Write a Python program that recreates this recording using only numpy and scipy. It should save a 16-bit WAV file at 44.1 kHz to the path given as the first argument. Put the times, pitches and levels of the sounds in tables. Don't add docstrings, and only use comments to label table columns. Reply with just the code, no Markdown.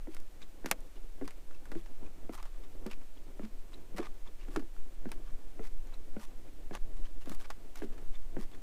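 import sys
import numpy as np
from scipy import signal
from scipy.fft import rfft, irfft, next_fast_len
from scipy.io import wavfile
from scipy.ndimage import uniform_filter1d

SR = 44100
rng = np.random.default_rng(int(sys.argv[2]) if len(sys.argv) > 2 else 0)


def invert_db(x):
    u = np.asarray(x, float) / 20
    return 10 ** u


def wav_out(sig):
    wavfile.write(sys.argv[1], SR, np.round(np.clip(np.atleast_2d(sig).T, -1, 1) * 32767).astype(np.int16))


N = 380141

# (time [s], buffeting level [dB])
WIND = [(0.0, -28.5), (0.5, -39), (1.0, -33.5), (1.5, -30), (1.85, -29), (2.3, -30.5), (2.75, -31.5),
        (3.3, -33), (3.75, -32.5), (4.2, -31), (4.75, -30), (5.3, -29), (5.75, -26), (6.3, -32), (7.0, -19),
        (7.7, -34), (8.3, -22.5), (8.62, -33.5)]
# (frequency [Hz], level [dB per Hz])
BUFFET_SPECTRUM = [(1.2, 8), (3, 18.5), (8, 4), (15, -1.5), (22, 3), (30, -32.5)]
RUMBLE_SPECTRUM = [(22, -6.5), (35, -6), (55, -15.5), (90, -27), (150, -29)]
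RUSTLE_SPECTRUM = [(60, -1), (150, -12.5), (300, -5), (600, -15), (1100, -26), (2500, -37.5)]
RUSH_SPECTRUM = [(500, 4.5), (1200, -2.5), (2500, -4), (5000, -9), (8000, -8.5), (11000, -12.5),
                 (16000, -11.5)]
# (time [s], peak [dB], plank mode [Hz], hollow mode [Hz], hollow over plank [dB])
HEELS = [(0.6447, -37, 349, 178, -24), (0.659, -35.5, 260, 247, -8), (0.712, -37, 515, 240, -13),
         (1.213, -37, 414, 201, -6), (1.718, -48, 493, 256, 3), (2.294, -33.5, 298, 250, -7),
         (2.861, -36.5, 386, 216, -1.5), (3.395, -37, 354, 212, -10), (3.945, -62, 356, 192, 20.5),
         (3.985, -38, 284, 255, -22), (3.99, -26, 347, 262, -18), (4.56, -25, 325, 266, -13),
         (5.056, -36, 323, 188, -0.5), (5.594, -36.5, 367, 220, -11.5), (6.166, -38, 461, 217, -0.5),
         (6.71, -38, 348, 200, -1), (7.273, -45.5, 265, 236, -4), (7.82, -31.5, 349, 262, -11.5),
         (8.367, -31.5, 293, 180, -6.5)]
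SETTLES = [(0.072, -31, 316, 202, -16), (1.221, -28, 284, 260, -28), (1.753, -32, 339, 182, -2.5),
           (3.432, -52, 290, 219, 20), (4.482, -39.5, 300, 198, -1), (4.571, -29, 285, 257, -2.5),
           (4.623, -40.5, 336, 237, -9), (5.064, -51.5, 254, 226, 18), (7.299, -47, 306, 183, 12.5),
           (7.834, -34, 310, 223, -1.5), (8.386, -41.5, 342, 218, 9.5)]
# (frequency [Hz], level over bending wave [dB], t60 [s])
PLANK_UPPER_MODES = [(487, -14.5, 0.044), (720, -12.5, 0.023), (970, -16.5, 0.011), (1500, -13, 0.014),
                     (1840, -6, 0.0042)]
# (start [s], length [s], level [dB], sole ring [Hz])
BRUSHES = [(0.105, 0.056, -62, 3360), (0.663, 0.047, -54.5, 1500), (1.239, 0.032, -61, 2500),
           (1.759, 0.058, -62.5, 3500), (2.322, 0.05, -51, 1300), (3.962, 0.029, -47.5, 2000),
           (4.501, 0.062, -58, 1640), (5.619, 0.071, -58, 2190), (6.191, 0.069, -53, 1460),
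           (6.957, 0.052, -65, 2090), (7.205, 0.036, -62.5, 3000), (7.269, 0.1, -56, 1570),
           (7.383, 0.068, -56, 1870), (7.75, 0.067, -56.5, 2220), (7.816, 0.045, -59.5, 3240),
           (8.384, 0.065, -56, 2010)]
DRAGS = [(2.368, 0.046, -49.5, 1200), (2.529, 0.057, -62, 1460), (2.895, 0.051, -54.5, 2740),
         (3.429, 0.032, -57.5, 2430), (3.98, 0.105, -50.5, 1210), (4.025, 0.055, -55.5, 2420),
         (4.383, 0.074, -63.5, 2840), (5.232, 0.09, -63, 1710), (5.92, 0.03, -55.5, 800),
         (6.727, 0.053, -47.5, 1750), (7.442, 0.022, -51, 2400), (2.432, 0.061, -62, 1240),
         (7.918, 0.033, -59, 1730), (4.251, 0.04, -57.5, 1200), (5.86, 0.05, -65, 1400)]
# (time [s], squeak peak [dB], pitch [Hz], scuff level [dB])
PEELS = [(0.4244, -54, 3770, -57.5), (0.9644, -63.5, 3010, -64), (1.545, -62.5, 2720, -65),
         (2.061, -62, 2580, -62), (2.637, -64, 3750, -63.5), (3.171, -63.5, 3350, -68),
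         (3.738, -53, 4080, -58), (4.272, -59.5, 3560, -64), (5.937, -57, 4100, -64),
         (6.482, -70, 2540, -66), (7.053, -59, 3150, -57), (8.151, -56.5, 3640, -60),
         (8.534, -61, 3500, -65)]
# (time [s], peak [dB], ring [Hz], treble over ring [dB])
STALKS = [(0.1471, -41, 1300, 13.5), (0.2016, -51.5, 1240, 19), (0.6595, -23.5, 1880, 6),
          (0.7128, -10, 2110, 7), (0.8054, -52, 1240, 16), (1.2774, -30.5, 1640, 3.5),
          (1.3075, -42, 2350, 9), (1.6553, -42.5, 1500, 5), (2.3351, -39, 1210, -6),
          (2.349, -39.5, 1390, 8.5), (2.377, -41.5, 1240, 9), (2.4274, -34.5, 1260, 6),
          (2.4545, -37.5, 1450, -7), (2.8644, -32.5, 1420, 7), (3.4187, -45, 1407, -11),
          (5.0897, -41.5, 1470, -1), (5.117, -28.5, 1640, 7), (5.8713, -53, 1370, 19),
          (6.1966, -38, 1220, -6), (7.258, -39, 1340, 2), (7.2952, -41.5, 1640, 18.5),
          (7.3477, -45.5, 1590, 18), (7.416, -51, 1200, 0), (7.451, -42, 1270, -8),
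          (7.7569, -39.5, 1970, 13.5), (8.422, -63, 1410, -9.5), (8.515, -52, 3600, -8.5)]
# (time [s], peak [dB], ring [Hz], debris tail [dB])
GRIT = [(0.167, -35, 2140, -14), (1.51, -44.5, 1460, -7.5), (1.717, -32.5, 1450, -7.5),
        (1.7518, -37, 1700, -15), (1.8595, -46.5, 1470, -1), (2.9125, -41, 2880, -1.5),
        (3.0134, -50, 1200, 0), (3.45, -45, 1430, -9), (3.9823, -26.5, 1310, -5.5),
        (4.4854, -39, 1610, -19), (4.5615, -21.5, 1650, -13), (4.5948, -39.5, 1650, -5),
        (4.765, -44, 1710, -13), (6.7513, -20.5, 1770, -23), (7.317, -36.5, 1320, -1),
        (7.503, -27, 1400, -6.5), (7.979, -42.5, 1810, -6), (8.547, -43.5, 2070, -7)]

RUMBLE_DB, RUSTLE_DB, RUSH_DB = -60, -61, -67.5
RUMBLE_FOLLOWS_WIND = 0.4
RUSTLE_RISE_DB_PER_S = 0.35
PLANK_T60_S, CAVITY_T60_S = 0.081, 0.12
HEEL_WAVE_DB, SETTLE_WAVE_DB = -40.5, -48
WAVE_FOLLOWS_BLOW = 0.46
BRUSH_TREBLE_DB, DRAG_TREBLE_DB, PEEL_TREBLE_DB = -1.5, -19, -24
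BRUSH_RING_DB, DRAG_RING_DB, PEEL_RING_DB = -15, -9.5, -14
RING_DB_PER_OCTAVE = 9
PEEL_LEAD_S, PEEL_S = 0.02, 0.045
PEEL_RING_SHARE = 0.65
STALK_TAIL_DB, STALK_T60_S = -9, 0.083
BIG_SNAP_T60_LOSS_S = 0.0016
GRIT_TREBLE_DB, GRIT_T60_S = -38, 0.071
SQUEAK_S = 0.009
GROUND_ECHO_S, GROUND_ECHO_DB = 0.003425, -18.5
MICROPHONE_TOP_HZ = 15900


def rms_one(x):
    return x / np.sqrt(np.mean(x ** 2) + 1e-20)


def add(out, s, sound):
    i = max(round(s * SR), 0)
    out[i:i + len(sound)] += sound[:N - i]


def in_time(rows):
    s, *columns = np.transpose(rows)
    return [np.interp(np.arange(N) / SR, s, c) for c in columns]


def drift(rate):
    r = np.exp(-80 * np.pi * rate / SR)
    noise = rng.standard_normal(N // 40 + 2002)
    slow = signal.lfilter([1], [1, -2 * r, r * r], noise)[2000:]
    return np.interp(np.arange(N) / 40, np.arange(len(slow)), rms_one(slow))


def coloured(spectrum):
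    size = next_fast_len(N)
    hz = np.maximum(np.fft.rfftfreq(size, 1 / SR), 0.1)
    points_hz, points_db = np.transpose(spectrum)
    gain = invert_db(np.interp(np.log(hz), np.log(points_hz), points_db))
    gain *= np.minimum(hz / points_hz[0], 1) ** 3 * np.minimum(points_hz[-1] / hz, 1) ** 3
    return rms_one(irfft(rfft(rng.standard_normal(size)) * gain, size)[:N])


def evened(x, seconds):
    return x / np.sqrt(uniform_filter1d(x ** 2, round(seconds * SR)) + 0.45)


def ring(force, hz, t60):
    r, w = invert_db(-60 / (max(t60, 0.002) * SR)), 2 * np.pi * hz / SR
    return signal.lfilter([0, np.sin(w)], [1, -2 * r * np.cos(w), r * r], force)


def sole(grit, ring_hz, ring_db, ring_t60):
    wide = signal.butter(1, [550, ring_hz * 1.6], "band", fs=SR, output="sos")
    return signal.sosfilt(wide, grit) + invert_db(ring_db) * ring(grit, ring_hz, ring_t60)


def treble(grit):
    steep = signal.butter(2, 4500, "high", fs=SR, output="sos")
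    gentle = signal.butter(1, 9000, fs=SR, output="sos")
    return signal.sosfilt(np.vstack([steep, gentle]), grit)


def air():
    wind_db, = in_time(WIND)
    buffet = invert_db(wind_db + 1.5 * drift(3.0)) * evened(coloured(BUFFET_SPECTRUM), 0.3)
    rumble_db = RUMBLE_DB + RUMBLE_FOLLOWS_WIND * (wind_db - wind_db.mean()) + 0.9 * drift(4.5)
    rumble = invert_db(rumble_db + 5) * evened(coloured(RUMBLE_SPECTRUM), 0.14)
    from_middle_s = (np.arange(N) - N / 2) / SR
    rustle_db = RUSTLE_DB + RUSTLE_RISE_DB_PER_S * from_middle_s + 3.7 * drift(10)
    rustle = invert_db(rustle_db) * coloured(RUSTLE_SPECTRUM)
    rush_db = RUSH_DB + 2.0 + 0.07 * drift(8.7) + 0.38 * drift(27)
    rush = invert_db(rush_db) * coloured(RUSH_SPECTRUM)
    return buffet + rumble + rustle + rush


def knocks():
    out, t = np.zeros(N), np.arange(SR // 4) / SR
    blows = [(*row, HEEL_WAVE_DB) for row in HEELS]
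    blows += [(*row, SETTLE_WAVE_DB) for row in SETTLES]
    noises = rng.standard_normal((len(blows), len(t)))
    chance = rng.standard_normal((len(blows), 2 + len(PLANK_UPPER_MODES)))
    build = 1 - np.exp(-t / 0.0048)
    for (s, peak_db, plank_hz, hollow_hz, hollow_db, wave_db), noise, luck in zip(blows, noises, chance):
        wave_db = wave_db + WAVE_FOLLOWS_BLOW * (peak_db + 37)
        phase = 230 * (1 + 0.05 * luck[0]) * (np.sqrt(t + 0.00011) - np.sqrt(0.00011))
        wave = np.sin(phase) * (0.19 + t / 0.0019) * np.exp(-t / 0.0025)
        wave = signal.lfilter([0.35], [1, -0.65], wave)
        roll = signal.lfilter([0.1], [1, -0.9], noise) * invert_db(-27 - 60 * t / 0.09)
        force = (t == 0) + roll
        second_hz = plank_hz * (1.237 + 0.033 * luck[1])
        boom = ring(force, plank_hz, PLANK_T60_S) + invert_db(-3) * ring(force, second_hz, 0.086)
        boom = boom + invert_db(hollow_db) * ring(force, hollow_hz, CAVITY_T60_S)
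        upper = np.zeros(len(t))
        for (hz, db, t60), shift in zip(PLANK_UPPER_MODES, luck[2:]):
            onset = 1 - np.exp(-t * hz / 1.3)
            upper += invert_db(db) * onset * ring(force, hz * (1 + 0.084 * shift), t60)
        add(out, s, invert_db(peak_db - 1.5) * build * boom + invert_db(wave_db + 11.0) * (wave + upper))
    return signal.sosfilt(signal.butter(2, 140, "high", fs=SR, output="sos"), out)


def scuffs():
    out, size = np.zeros(N), SR // 5
    rows = [(*row, BRUSH_TREBLE_DB, BRUSH_RING_DB) for row in BRUSHES]
    rows += [(*row, DRAG_TREBLE_DB, DRAG_RING_DB) for row in DRAGS]
    rows += [(s - PEEL_LEAD_S, PEEL_S, db, hz * PEEL_RING_SHARE, PEEL_TREBLE_DB, PEEL_RING_DB)
             for s, _, hz, db in PEELS]
    draws = rng.standard_normal((len(rows), 3, size))
    for (s, length, level_db, ring_hz, treble_db, ring_db), (noise, fine, lumps) in zip(rows, draws):
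        ring_db = ring_db + RING_DB_PER_OCTAVE * np.log2(ring_hz / 2000)
        stroke = np.sin(np.pi * np.clip(np.arange(size) / SR / length, 0, 1)) ** 0.64
        grains = stroke * invert_db(4.5 * rms_one(uniform_filter1d(lumps, size=70)))
        friction = noise * grains
        body = sole(friction, ring_hz, ring_db - 20, ring_t60=0.009)
        rings = ring(friction, 1216, 0.012) + 0.6 * ring(friction, 460, 0.015)
        body = body + invert_db(-32) * rings
        body = signal.lfilter(*signal.butter(1, 4500, fs=SR), body)
        drag = body + invert_db(treble_db - 7.0) * treble(fine * grains)
        add(out, s, invert_db(level_db + 5.0) * drag)
    return out


def cracks():
    out, t = np.zeros(N), np.arange(SR // 6) / SR
    rows = []
    for s, db, hz, treble_db in STALKS:
        t60 = STALK_T60_S - BIG_SNAP_T60_LOSS_S * (db + 35)
        rows.append((s, db, hz, t60, treble_db, STALK_TAIL_DB))
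    rows += [(s, db, hz, GRIT_T60_S, GRIT_TREBLE_DB, tail_db) for s, db, hz, tail_db in GRIT]
    draws = rng.standard_normal((len(rows), 2, len(t)))
    snap = (1 - np.exp(-t / 0.0004)) * invert_db(-60 * t / 0.0062)
    for (s, peak_db, ring_hz, t60, treble_db, tail_db), (noise, fine) in zip(rows, draws):
        tail = invert_db(tail_db - 60 * t / max(t60, 0.01))
        body = sole(noise * (snap + tail), ring_hz, ring_db=-15.0, ring_t60=0.0021)
        edge = treble(fine * (snap + 0.2 * tail * invert_db(-60 * t / 0.0092)))
        add(out, s, invert_db(peak_db - 2.0) * (body + invert_db(treble_db - 5.0) * edge))
    return out


def squeaks():
    out, t = np.zeros(N), np.arange(SR // 20) / SR
    wavers = rng.standard_normal((len(PEELS), len(t)))
    along = np.clip(t / SQUEAK_S, 0, 1)
    for (s, peak_db, pitch_hz, _), waver in zip(PEELS, wavers):
        bend = 1 - 0.2 * (1 - along) ** 4 - 0.1 * along ** 4
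        bend = bend + 0.02 * rms_one(uniform_filter1d(waver, size=60))
        phase = 2 * np.pi * pitch_hz * np.cumsum(bend) / SR
        whistle = np.sin(phase) + invert_db(-15) * np.sin(2 * phase)
        add(out, s, invert_db(peak_db + 4) * np.sin(np.pi * along) * whistle)
    return out


def scene():
    steps = knocks() + scuffs() + cracks() + squeaks()
    lag = round(GROUND_ECHO_S * SR)
    bounce = signal.lfilter([0.4], [1, -0.6], np.pad(steps, (lag, 0))[:N])
    return (steps + invert_db(GROUND_ECHO_DB) * bounce + air())[None]


def band_limit(x):
    return signal.sosfilt(signal.butter(12, 16510, fs=SR, output="sos"), x)


def record(dry):
    top_cut = signal.cheby2(12, 40, MICROPHONE_TOP_HZ, fs=SR, output="sos")
    return band_limit(signal.sosfilt(top_cut, dry))


dry = scene()
out = record(dry)
wav_out(out)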